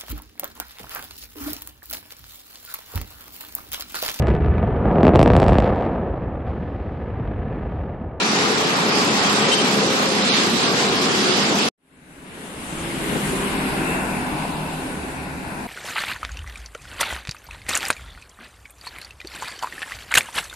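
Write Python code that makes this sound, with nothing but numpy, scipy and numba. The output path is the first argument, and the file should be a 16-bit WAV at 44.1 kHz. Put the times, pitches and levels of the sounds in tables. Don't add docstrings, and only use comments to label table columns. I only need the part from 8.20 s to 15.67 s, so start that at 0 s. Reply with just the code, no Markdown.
import sys
import numpy as np
from scipy import signal
from scipy.fft import rfft, irfft, next_fast_len
from scipy.io import wavfile
from scipy.ndimage import uniform_filter1d
from numba import njit

SR = 44100
rng = np.random.default_rng(int(sys.argv[2]) if len(sys.argv) > 2 else 0)


def nominal_scale(level):
    x = np.asarray(level, float) / 20
    return 10 ** x


def int16_out(signal):
    q = np.round(np.clip(np.atleast_2d(signal).T, -1, 1) * 32767)
    wavfile.write(sys.argv[1], SR, q.astype(np.int16))


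N = 329427
TIME = np.arange(N) / SR
CUT_S = 3.4885
HORN_S = 1.309
# frequency [Hz], left-right correlation.
LIKENESS = [(30, 0.9), (60, 0.83), (130, 1), (290, .82), (640, .68), (1100, 0.4), (2200, .25), (4500, 0.17),
            (12000, 0.1)]


def level(x, db):
    return x * nominal_scale(db) / np.sqrt(np.mean(x ** 2))


def columns(table):
    s, *rest = np.transpose(table)
    return [np.interp(TIME, s, c) for c in rest]


def over_hz(points, hz):
    f, value = np.transpose(points)
    return np.interp(np.log(hz + 1), np.log(f), value)


def hump(start_s, end_s, edge_s):
    return np.clip((TIME - start_s) / edge_s, 0, 1) * np.clip((end_s - TIME) / edge_s, 0, 1)


def bumps(table):
    return sum(value * np.exp(-.5 * ((TIME - s) / length_s) ** 2) for s, length_s, value in table)


def walk(rate, size, at):
    hold = max(int(1 / rate / (at[1] - at[0])), 1)
    held = np.repeat(rng.standard_normal((size, 400)), hold, axis=1)[:, :len(at)]
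    slewed = uniform_filter1d(uniform_filter1d(held, hold), hold)
    return slewed / slewed.std()


@njit
def band(x, hz, width):
    y, b, l = np.empty(len(x)), 0., 0.
    g, k = np.tan(np.pi * hz / SR), width / hz
    for i in range(len(x)):
        v = (b + g * (x[i] - l)) / (1 + g * (g + k))
        b, l, y[i] = 2 * v - b, l + 2 * g * v, k * v
    return y


def ring(x, modes, waver_db=None):
    lift_db = np.zeros(len(modes))
    if waver_db is not None:
        lift_db = waver_db * walk(6, size=len(modes), at=TIME)
    out = 0
    for k, (hz, width_hz, db) in enumerate(modes):
        once = band(x, 1. * hz, 1. * width_hz)
        out = out + (-1) ** k * nominal_scale(db + lift_db[k]) * band(once, 1. * hz, 1. * width_hz)
    return out


def fire(hz, wander, scatter_db, pattern_db):
    turns = np.cumsum(hz * (1 + wander * walk(30, size=1, at=TIME)[0])) / SR
    count = np.arange(1, int(turns[-1]))
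    at = np.interp(count, turns, np.arange(N - 0.))
    scatter = scatter_db * rng.standard_normal(N // 50)[count]
    size = nominal_scale(np.resize(pattern_db, len(count)) + scatter)
    pulses = np.zeros(N + 1)
    np.add.at(pulses, at.astype(int), size * (1 - at % 1))
    np.add.at(pulses, at.astype(int) + 1, size * (at % 1))
    return pulses[:N], turns % 1


def place(x, pan_db, width):
    other = np.roll(x, 211)
    return nominal_scale(np.array([[pan_db / 2], [-pan_db / 2]])) * (x + width * other * np.array([[1], [-1]]))


def roar(motion, colour, sides, lead, centres_hz, dips, surge_db, patch_db, flicker_db, share_db):
    away_s = 5.25
    size = next_fast_len(N, real=True)
    hz = np.fft.rfftfreq(size, 1 / SR)
    like = np.clip(over_hz(LIKENESS, hz), 0, .99)
    noise = rfft(rng.standard_normal((2, size)))
    mid, side = noise * np.sqrt([1 + like, 1 - like]) * nominal_scale(over_hz(colour, hz))
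    port_lag = np.exp(-1j * np.interp(hz, *np.transpose(lead)))
    pair = np.array([mid + side, (mid - side) * port_lag])
    pair = pair * nominal_scale(over_hz(sides, hz) * np.array([[.5], [-.5]]))
    reference = (hz > 1500) & (hz < 5000)
    pair /= np.sqrt(np.sum(abs(pair[:, reference]) ** 2)) / N
    f, t, cells = signal.stft(irfft(pair, size)[:, :N], SR, nperseg=512, noverlap=384)

    level_db, moves = motion[0], [np.interp(t, TIME, m) for m in motion[1]]
    place_in = np.interp(np.log(f + 1), np.log(centres_hz), np.arange(4))
    db = sum(np.clip(1 - abs(place_in - k), 0, 1)[:, None] * moves[k] for k in range(4))
    dip_db = 0 * f
    for dip_hz, width_hz, depth_db in dips:
        dip_db = dip_db + depth_db * np.exp(-.5 * ((f - dip_hz) / width_hz) ** 2)
    db = db + np.outer(dip_db, np.clip((t - away_s) / 0.2, 0, 1))

    octave = np.log2(np.maximum(f, 86) / 86)
    third = (3 * octave).astype(int)
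    treble = np.clip(octave / 4, 0, 1)[:, None]
    db = db + surge_db * walk(18, size=1, at=t) * treble
    db = db + patch_db * walk(3, size=10, at=t)[octave.astype(int)]
    db = db + flicker_db * walk(20, size=2 * 28, at=t).reshape(2, 28, -1)[:, third]
    db = db + moves[4] * treble * np.array([.5, -.5])[:, None, None]
    shaped = signal.istft(cells * nominal_scale(db), SR, nperseg=512, noverlap=384)[1][:, :N]
    return shaped * nominal_scale(level_db + share_db)


def street_motion():
    # time [s], length [s], lift [dB].
    whisks = [(0.178, 0.098, 0.5), (.85, 0.055, -0.5), (1.394, 0.18, 1), (2.16, 0.085, 3.5),
              (2.407, 0.043, 3), (2.72, 0.18, -0.7), (3.005, 0.054, 1.5), (3.219, 0.047, 1),
              (3.424, 0.033, 2.5), (0.331, 0.011, -1.5), (0.547, 0.016, -1.5), (.66, 0.018, -1),
              (0.976, .025, 2), (1.057, .02, 1.5), (1.53, 0.013, 1.5), (1.572, 0.017, -2),
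              (1.635, .015, -0.5), (2.055, 0.011, 0.5), (2.272, 0.023, -0.5), (2.34, .012, -2),
              (2.536, 0.02, -1), (2.6, 0.038, 2), (2.705, 0.016, -0.5), (2.839, 0.012, 3),
              (2.89, 0.016, -1.5), (2.961, 0.012, 2), (3.347, 0.017, -3), (3.472, 0.014, -2)]
    street_db, tyre_sink_db_per_s = -24.5, -1.23
    bass_in_db, bass_in_s = -4, 0.22
    hiss_per_whisk, duck_per_whisk = 0.88, -0.23
    whisk_db = bumps(whisks)
    low_db = bass_in_db * np.exp(-TIME / bass_in_s) + duck_per_whisk * whisk_db
    tyre_db = low_db + tyre_sink_db_per_s * (np.minimum(TIME, CUT_S) - CUT_S / 2)
    moves = [low_db, tyre_db, whisk_db - 1.0, hiss_per_whisk * whisk_db - 2.0, 0 * TIME]
    return street_db + 0 * TIME, moves


def street_roar():
    # frequency [Hz], density [dB per Hz].
    colour = [(12, -82.5), (20, -51), (65, -27.5), (206, -1), (328, -5), (431, -4.5), (615, -11), (766, -9),
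              (1250, -7.5), (1520, -11), (3300, -12.5), (5000, -14), (7660, -21), (12500, -44),
              (14000, -75)]
    # frequency [Hz], left minus right [dB].
    sides = [(60, 0.5), (110, 1), (200, -1.5), (380, 2.5), (690, 0.5), (1280, -1.5), (2360, 2),
             (4350, -4.5), (8020, 2), (14800, -3.5)]
    # frequency [Hz], phase [rad].
    lead = [(0, 0), (860, 0.2), (1550, 3.0), (1980, 2.3), (2500, 6.0), (3620, 0.9), (5170, -0.3),
            (6370, -9.4), (7580, -12.2), (9730, -15.8), (11300, -18.4), (12300, -25.3), (12900, -25.1),
            (15000, -25.4)]
    out = roar(street_motion(), colour, sides, lead, [400, 1000, 3300, 9000], [],
               surge_db=0.74, patch_db=0.25, flicker_db=1.4, share_db=2.0)
    return out * nominal_scale(-2 * hump(HORN_S, HORN_S + .1, .02))


def truck():
    # time [s], firing rate [Hz], level [dB].
    run = [(0, 68.8, -30.5), (.8, 69.6, -29), (1.05, 69.28, -31), (1.6, 69.45, -27), (2.4, 68.38, -32),
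           (3, 69.45, -28), (3.5, 69.67, -32.5)]
    # frequency [Hz], width [Hz], level [dB].
    pipe = [(144, 89, -12), (203, 60, -2), (291.4, 80, -1.5), (413, 118, -3), (707, 67, -12),
            (785, 80, -5.5)]
    hz, db = columns(run)
    pulses, phase = fire(hz, wander=.022, scatter_db=2.5, pattern_db=[0, -6, -2.5])
    knock = np.exp(-phase / 0.36) * band(rng.standard_normal(N), 2500.0, 2300.0)
    exhaust = ring(pulses, pipe, waver_db=2.5)
    return place((level(exhaust, 0) + level(knock, -8.0)) * nominal_scale(db), 3.0, 0.15)


def putter():
    hz = np.interp(TIME, [0, 3.5], [32.5, 31])
    _, phase = fire(hz, wander=0.033, scatter_db=0, pattern_db=[0])
    swell_db = np.interp(TIME, [0, 1.1, 1.6, 2.2, 2.6, 3.5], [-39, -34.0, -36.0, -36.0, -37.0, -34.5])
    puffs = np.array([band(rng.standard_normal(N), 4300., 5000.0) for _ in range(2)])
    return level(np.exp(-phase / 0.22) * puffs, 0) * nominal_scale(swell_db)


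def whines():
    # start [s], end [s], frequency [Hz], width [Hz], level [dB].
    tones = [(-.1, .46, 5663, 25, -41.5), (.15, .45, 445, 40, -31), (1.5, 2.2, 525, 40, -33),
             (1.1, 1.8, 443, 18, -31.5), (2.65, 3.25, 370, 18, -29.5), (2.75, 2.95, 3230, 40, -46),
             (4.5, 4.95, 330, 25, -34.5), (5.05, 5.5, 1020, 110, -37), (5.5, 5.92, 2650, 110, -37),
             (5.8, 6.7, 2640, 60, -48), (5.7, 6.3, 2260, 60, -48), (5.6, 6.9, 1500, 90, -47),
             (6.65, 7.6, 70, 10, -44), (.45, .93, 215, 30, -32), (1.15, 1.4, 235, 30, -36),
             (2.85, 3.25, 270, 70, -33), (6.7, 7.6, 4200, 2500, -51), (2.3, 3.45, 4900, 1200, -40),
             (1.95, 2.45, 225, 50, -30), (1.1, 1.55, 540, 110, -33), (2.6, 3.0, 1080, 250, -34),
             (5.0, 5.35, 396, 20, -36), (4.9, 5.9, 350, 120, -34), (.1, .9, 430, 130, -33),
             (5.55, 6.7, 155, 13, -39), (5.65, 6.15, 235, 50, -35), (6.9, 7.6, 205, 20, -41),
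             (1.4, 1.95, 205, 30, -33), (3.2, 3.555, 205, 30, -33), (5.2, 5.6, 260, 20, -35),
             (5.95, 6.5, 310, 30, -39), (5.25, 5.5, 190, 20, -36), (5.5, 5.75, 460, 40, -40),
             (3.2, 3.555, 900, 400, -36), (4.05, 4.7, 420, 200, -46), (4.5, 5.3, 1900, 1800, -41),
             (5.2, 5.95, 9300, 3000, -49), (1.15, 1.5, 420, 150, -31), (1.1, 1.42, 780, 250, -34),
             (7.1, 7.6, 12500, 3500, -62), (.15, .5, 800, 250, -36), (.2, .5, 2100, 700, -37)]
    pan_db = 1
    out = 0
    for start_s, end_s, hz, width_hz, db in tones:
        like = np.clip(over_hz(LIKENESS, hz), .6, .99)
        mid, side = (ring(rng.standard_normal(N), [(hz, width_hz, 0)]) * np.sqrt(1 + sign * like)
                     for sign in (1, -1))
        tone = level(np.array([mid + side, mid - side]), db)
        out = out + tone * hump(start_s, end_s, 0.14) * nominal_scale(np.array([[pan_db / 2], [-pan_db / 2]]))
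    return out


def horn():
    # frequency [Hz], width [Hz], level [dB].
    bell = [(2750, 300, -8), (3106, 240, 0), (3790, 300, -9), (5300, 900, -14), (8000, 1200, -15),
            (10500, 2000, -27)]
    # frequency [Hz], width [Hz], level [dB].
    rattle = [(3200, 1200, 0), (4400, 900, -3), (5900, 1200, -4), (8200, 1600, -7), (10500, 1500, -15)]
    length_s, buzz_hz, horn_db, rasp_db = .038, 345, -19.5, -7.5
    pulses, _ = fire(buzz_hz + 0 * TIME, wander=0.003, scatter_db=-1.0, pattern_db=[0])
    buzz = level(ring(pulses, bell), 0) * hump(HORN_S, HORN_S + length_s, .012)
    rasp = level(ring(rng.standard_normal(N), rattle), rasp_db)
    rasp = rasp * hump(HORN_S + .012, HORN_S + .05, .006)
    blip = nominal_scale(horn_db) * (buzz + rasp)
    echo = sum(nominal_scale(db) * np.roll(blip, int(s * SR)) for s, db in [(.036, -11.5), (.066, -5), (.09, -18)])
    return place(blip + echo, 0, 1.0)


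def road_motion():
    road_db, nearest_s, kerb_m, speed_m_s = -32, 5.39, 8.5, 9.8
    far_rumble, far_tyre, far_hiss = 0.34, 0.19, -0.034
    behind_tyre_db, behind_hiss_db = 5.5, -1.5
    swing_db = 0.5
    fade_start_s, fade_end_s, fade_power = 3.492, 4.87, 1.61
    since_s = TIME - nearest_s
    along_m = speed_m_s * since_s
    distance_m = np.hypot(along_m, kerb_m)
    loss_db = 20 * np.log10(distance_m / kerb_m)
    fade = np.clip((TIME - fade_start_s) / (fade_end_s - fade_start_s), 1e-4, 1)
    behind = np.clip(since_s / 0.35 + 0.19, 0, 1)
    hiss_behind = np.clip(since_s / 0.85, 0, 1) - .3
    moves = [far_rumble * (loss_db - 3.5),
             far_tyre * loss_db + behind_tyre_db * behind - 1.0,
             0 * TIME,
             far_hiss * (loss_db - 17.0) + behind_hiss_db * hiss_behind,
             swing_db * np.clip(-along_m / distance_m, 0, 1) * 2.5]
    return road_db - loss_db + 20 * fade_power * np.log10(fade), moves


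def road_roar():
    # frequency [Hz], density [dB per Hz].
    colour = [(20, -12), (59, -7.5), (109, -14), (148, -4.5), (264, -5.5), (401, -8), (487, -11.5),
              (1050, -13.5), (1250, -13.5), (1500, -12.5), (2700, -16.5), (3000, -20), (4200, -26.5),
              (5760, -32.5), (8000, -25.5), (10300, -24), (15300, -52)]
    # frequency [Hz], left minus right [dB].
    sides = [(60, -2.5), (110, 1.5), (200, 0), (380, -1.5), (690, 0), (1280, 3), (2360, 4), (4350, 1.5),
             (8020, -2), (14800, 3.5)]
    # frequency [Hz], phase [rad].
    lead = [(0, 0), (690, -0.2), (1030, 0.6), (1550, 4.9), (1810, 3.0), (2580, 6.9), (4130, -1.0),
            (5250, 0.0), (6890, -8.8), (7580, -13.3), (8960, -12.1), (10200, -23.9), (12600, -30.3),
            (15000, -40.0)]
    # frequency [Hz], width [Hz], depth [dB].
    ground_dips = [(1210, 80, -6), (1850, 300, -4.5), (3150, 250, -3), (560, 70, -3), (1450, 250, -1.5),
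                   (2350, 200, -1.5)]
    return roar(road_motion(), colour, sides, lead, [400, 900, 2400, 9000], ground_dips,
                surge_db=-0.4, patch_db=1.55, flicker_db=1.06, share_db=2.5)


def passer(run, pipe, pattern_db):
    hz, db = columns(run)
    pulses, _ = fire(hz, wander=0.022, scatter_db=3.5, pattern_db=pattern_db)
    exhaust = level(ring(pulses, pipe, waver_db=2.5), 0)
    return place(exhaust * nominal_scale(db + road_motion()[0]), 0.92, 0.067)


def car():
    # time [s], firing rate [Hz], level over the road roar [dB].
    run = [(3.6, 64.35, 3), (4.5, 64.34, -6.5), (5.1, 66.44, -1), (5.35, 66.42, 2.5), (5.8, 65, 1.5),
           (6.3, 65, -1.5), (7.47, 63.5, -3.5)]
    # frequency [Hz], width [Hz], level [dB].
    pipe = [(65, 28, -13), (188, 74, -6.5), (261.3, 30, -1.5), (401.5, 50, -9)]
    return passer(run, pipe, pattern_db=[0, -1.5])


def moped():
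    # time [s], firing rate [Hz], level over the road roar [dB].
    run = [(3.6, 40, 2), (5, 39.52, -4), (5.8, 39.22, -5), (6.6, 38.97, 0.5), (6.8, 35.6, -1),
           (7.47, 35.2, -1.5)]
    # frequency [Hz], width [Hz], level [dB].
    pipe = [(40, 50, -13), (72.6, 26, -11.5), (167.7, 67, -0.5), (300.4, 38, 0), (542, 120, -10.5)]
    return passer(run, pipe, pattern_db=[0])


def gusts():
    # time [s], length [s], level [dB].
    puffs = [
        (4.929, 0.004, -22),
        (4.964, 0.0081, -20),
        (5.135, 0.0027, -22),
        (5.345, 0.0074, -27),
        (5.989, 0.0076, -28),
    ]
    shape = bumps([(s, length_s, nominal_scale(db)) for s, length_s, db in puffs])
    air = [ring(rng.standard_normal(N), [(228, 390, 0)]) for _ in range(2)]
    ports = np.array([air[0] + 0.46 * air[1], 0.6 * air[0] - 0.33 * air[1]])
    return level(ports, 0) * shape


def scene():
    street = street_roar() + truck() + putter() + horn()
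    road = road_roar() + car() + moped() + gusts()
    return street * (TIME < CUT_S + .035) + road * (TIME > CUT_S + .092) + whines()


def starve(x, band_db, frame_db, size=1024, lead=302):
    # frequency [Hz], step over the usual line size [dB].
    street_step = [(300, -10), (1100, -3), (1600, 4), (2200, 4), (4500, 3), (6000, 7.5), (9000, 10.5),
                   (11000, 14), (13000, 18.5), (13400, 50)]
    # frequency [Hz], step over the usual line size [dB].
    road_step = [(300, -10), (1500, -1), (3000, 3), (4500, 6), (7200, 9), (8200, 4), (10500, 5), (12000, 8),
                 (15400, 10.5), (15600, 40)]
    n, k = np.arange(2 * size), np.arange(size)
    window = signal.windows.kaiser_bessel_derived(2 * size, 4 * np.pi)
    basis = window[:, None] * np.cos(np.pi / size * np.outer(n + .5 + size / 2, k + .5))
    count = (N + lead) // size + 2
    padded = np.pad(x, ((0, 0), (size + lead, (count + 1) * size - N - lead)))
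    halves = padded.reshape(2, -1, size)
    lines = np.concatenate([halves[:, :-1], halves[:, 1:]], axis=2) @ basis

    def smooth(power, over_frames, over_lines):
        return uniform_filter1d(uniform_filter1d(power, size=over_frames, axis=1), size=over_lines, axis=2)

    usual = np.sqrt(abs(smooth(lines ** 2, 5, 41))) + 1e-9
    frame_s, hz = np.arange(lines.shape[1]) * size / SR, (k + .5) * SR / 2 / size
    step_db = np.where(frame_s[:, None] < 3.56, over_hz(street_step, hz), over_hz(road_step, hz))
    group = np.clip(walk(18, size=size // 8, at=frame_s), -2, 1.5).T
    patch_db = band_db * np.repeat(group, 8, axis=1)
    patch_db *= np.interp(hz, [1000, 2000, 2600, 4500, 5800], [.4, .8, .5, .55, 1])
    step = usual * nominal_scale(step_db + patch_db + frame_db * walk(15, size=1, at=frame_s).T)
    kept = np.round(lines / step) * step
    before, left = (smooth(v ** 2, 15, 61) + 1e-18 for v in (lines, kept))
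    back = (kept * np.sqrt(np.clip(before / left, 0, 3))) @ basis.T * (2 / size)
    return (back[:, 1:, :size] + back[:, :-1, size:]).reshape(2, -1)[:, lead:lead + N]


def low_pass(x):
    return signal.sosfilt(signal.butter(12, 15490, fs=SR, output="sos"), x)


def record(dry):
    rumble_cut = signal.butter(1, 12, "high", fs=SR, output="sos")
    squeezed = signal.sosfilt(rumble_cut, starve(dry, band_db=5, frame_db=1.2))
    dull = signal.sosfilt(signal.butter(3, 520, fs=SR, output="sos"), squeezed)
    smear = hump(CUT_S + .001, CUT_S + .06, .009)
    cut_db = np.interp(TIME - CUT_S, [0, .0015, .012, .022, .03, .07, .09, .15, .24],
                       [0, -27, -36, -58, -90, -90, -10, -4, 0])
    edited = (squeezed + smear * (dull - squeezed)) * nominal_scale(cut_db)
    return low_pass(edited)


dry = scene()
out = record(dry)
int16_out(out)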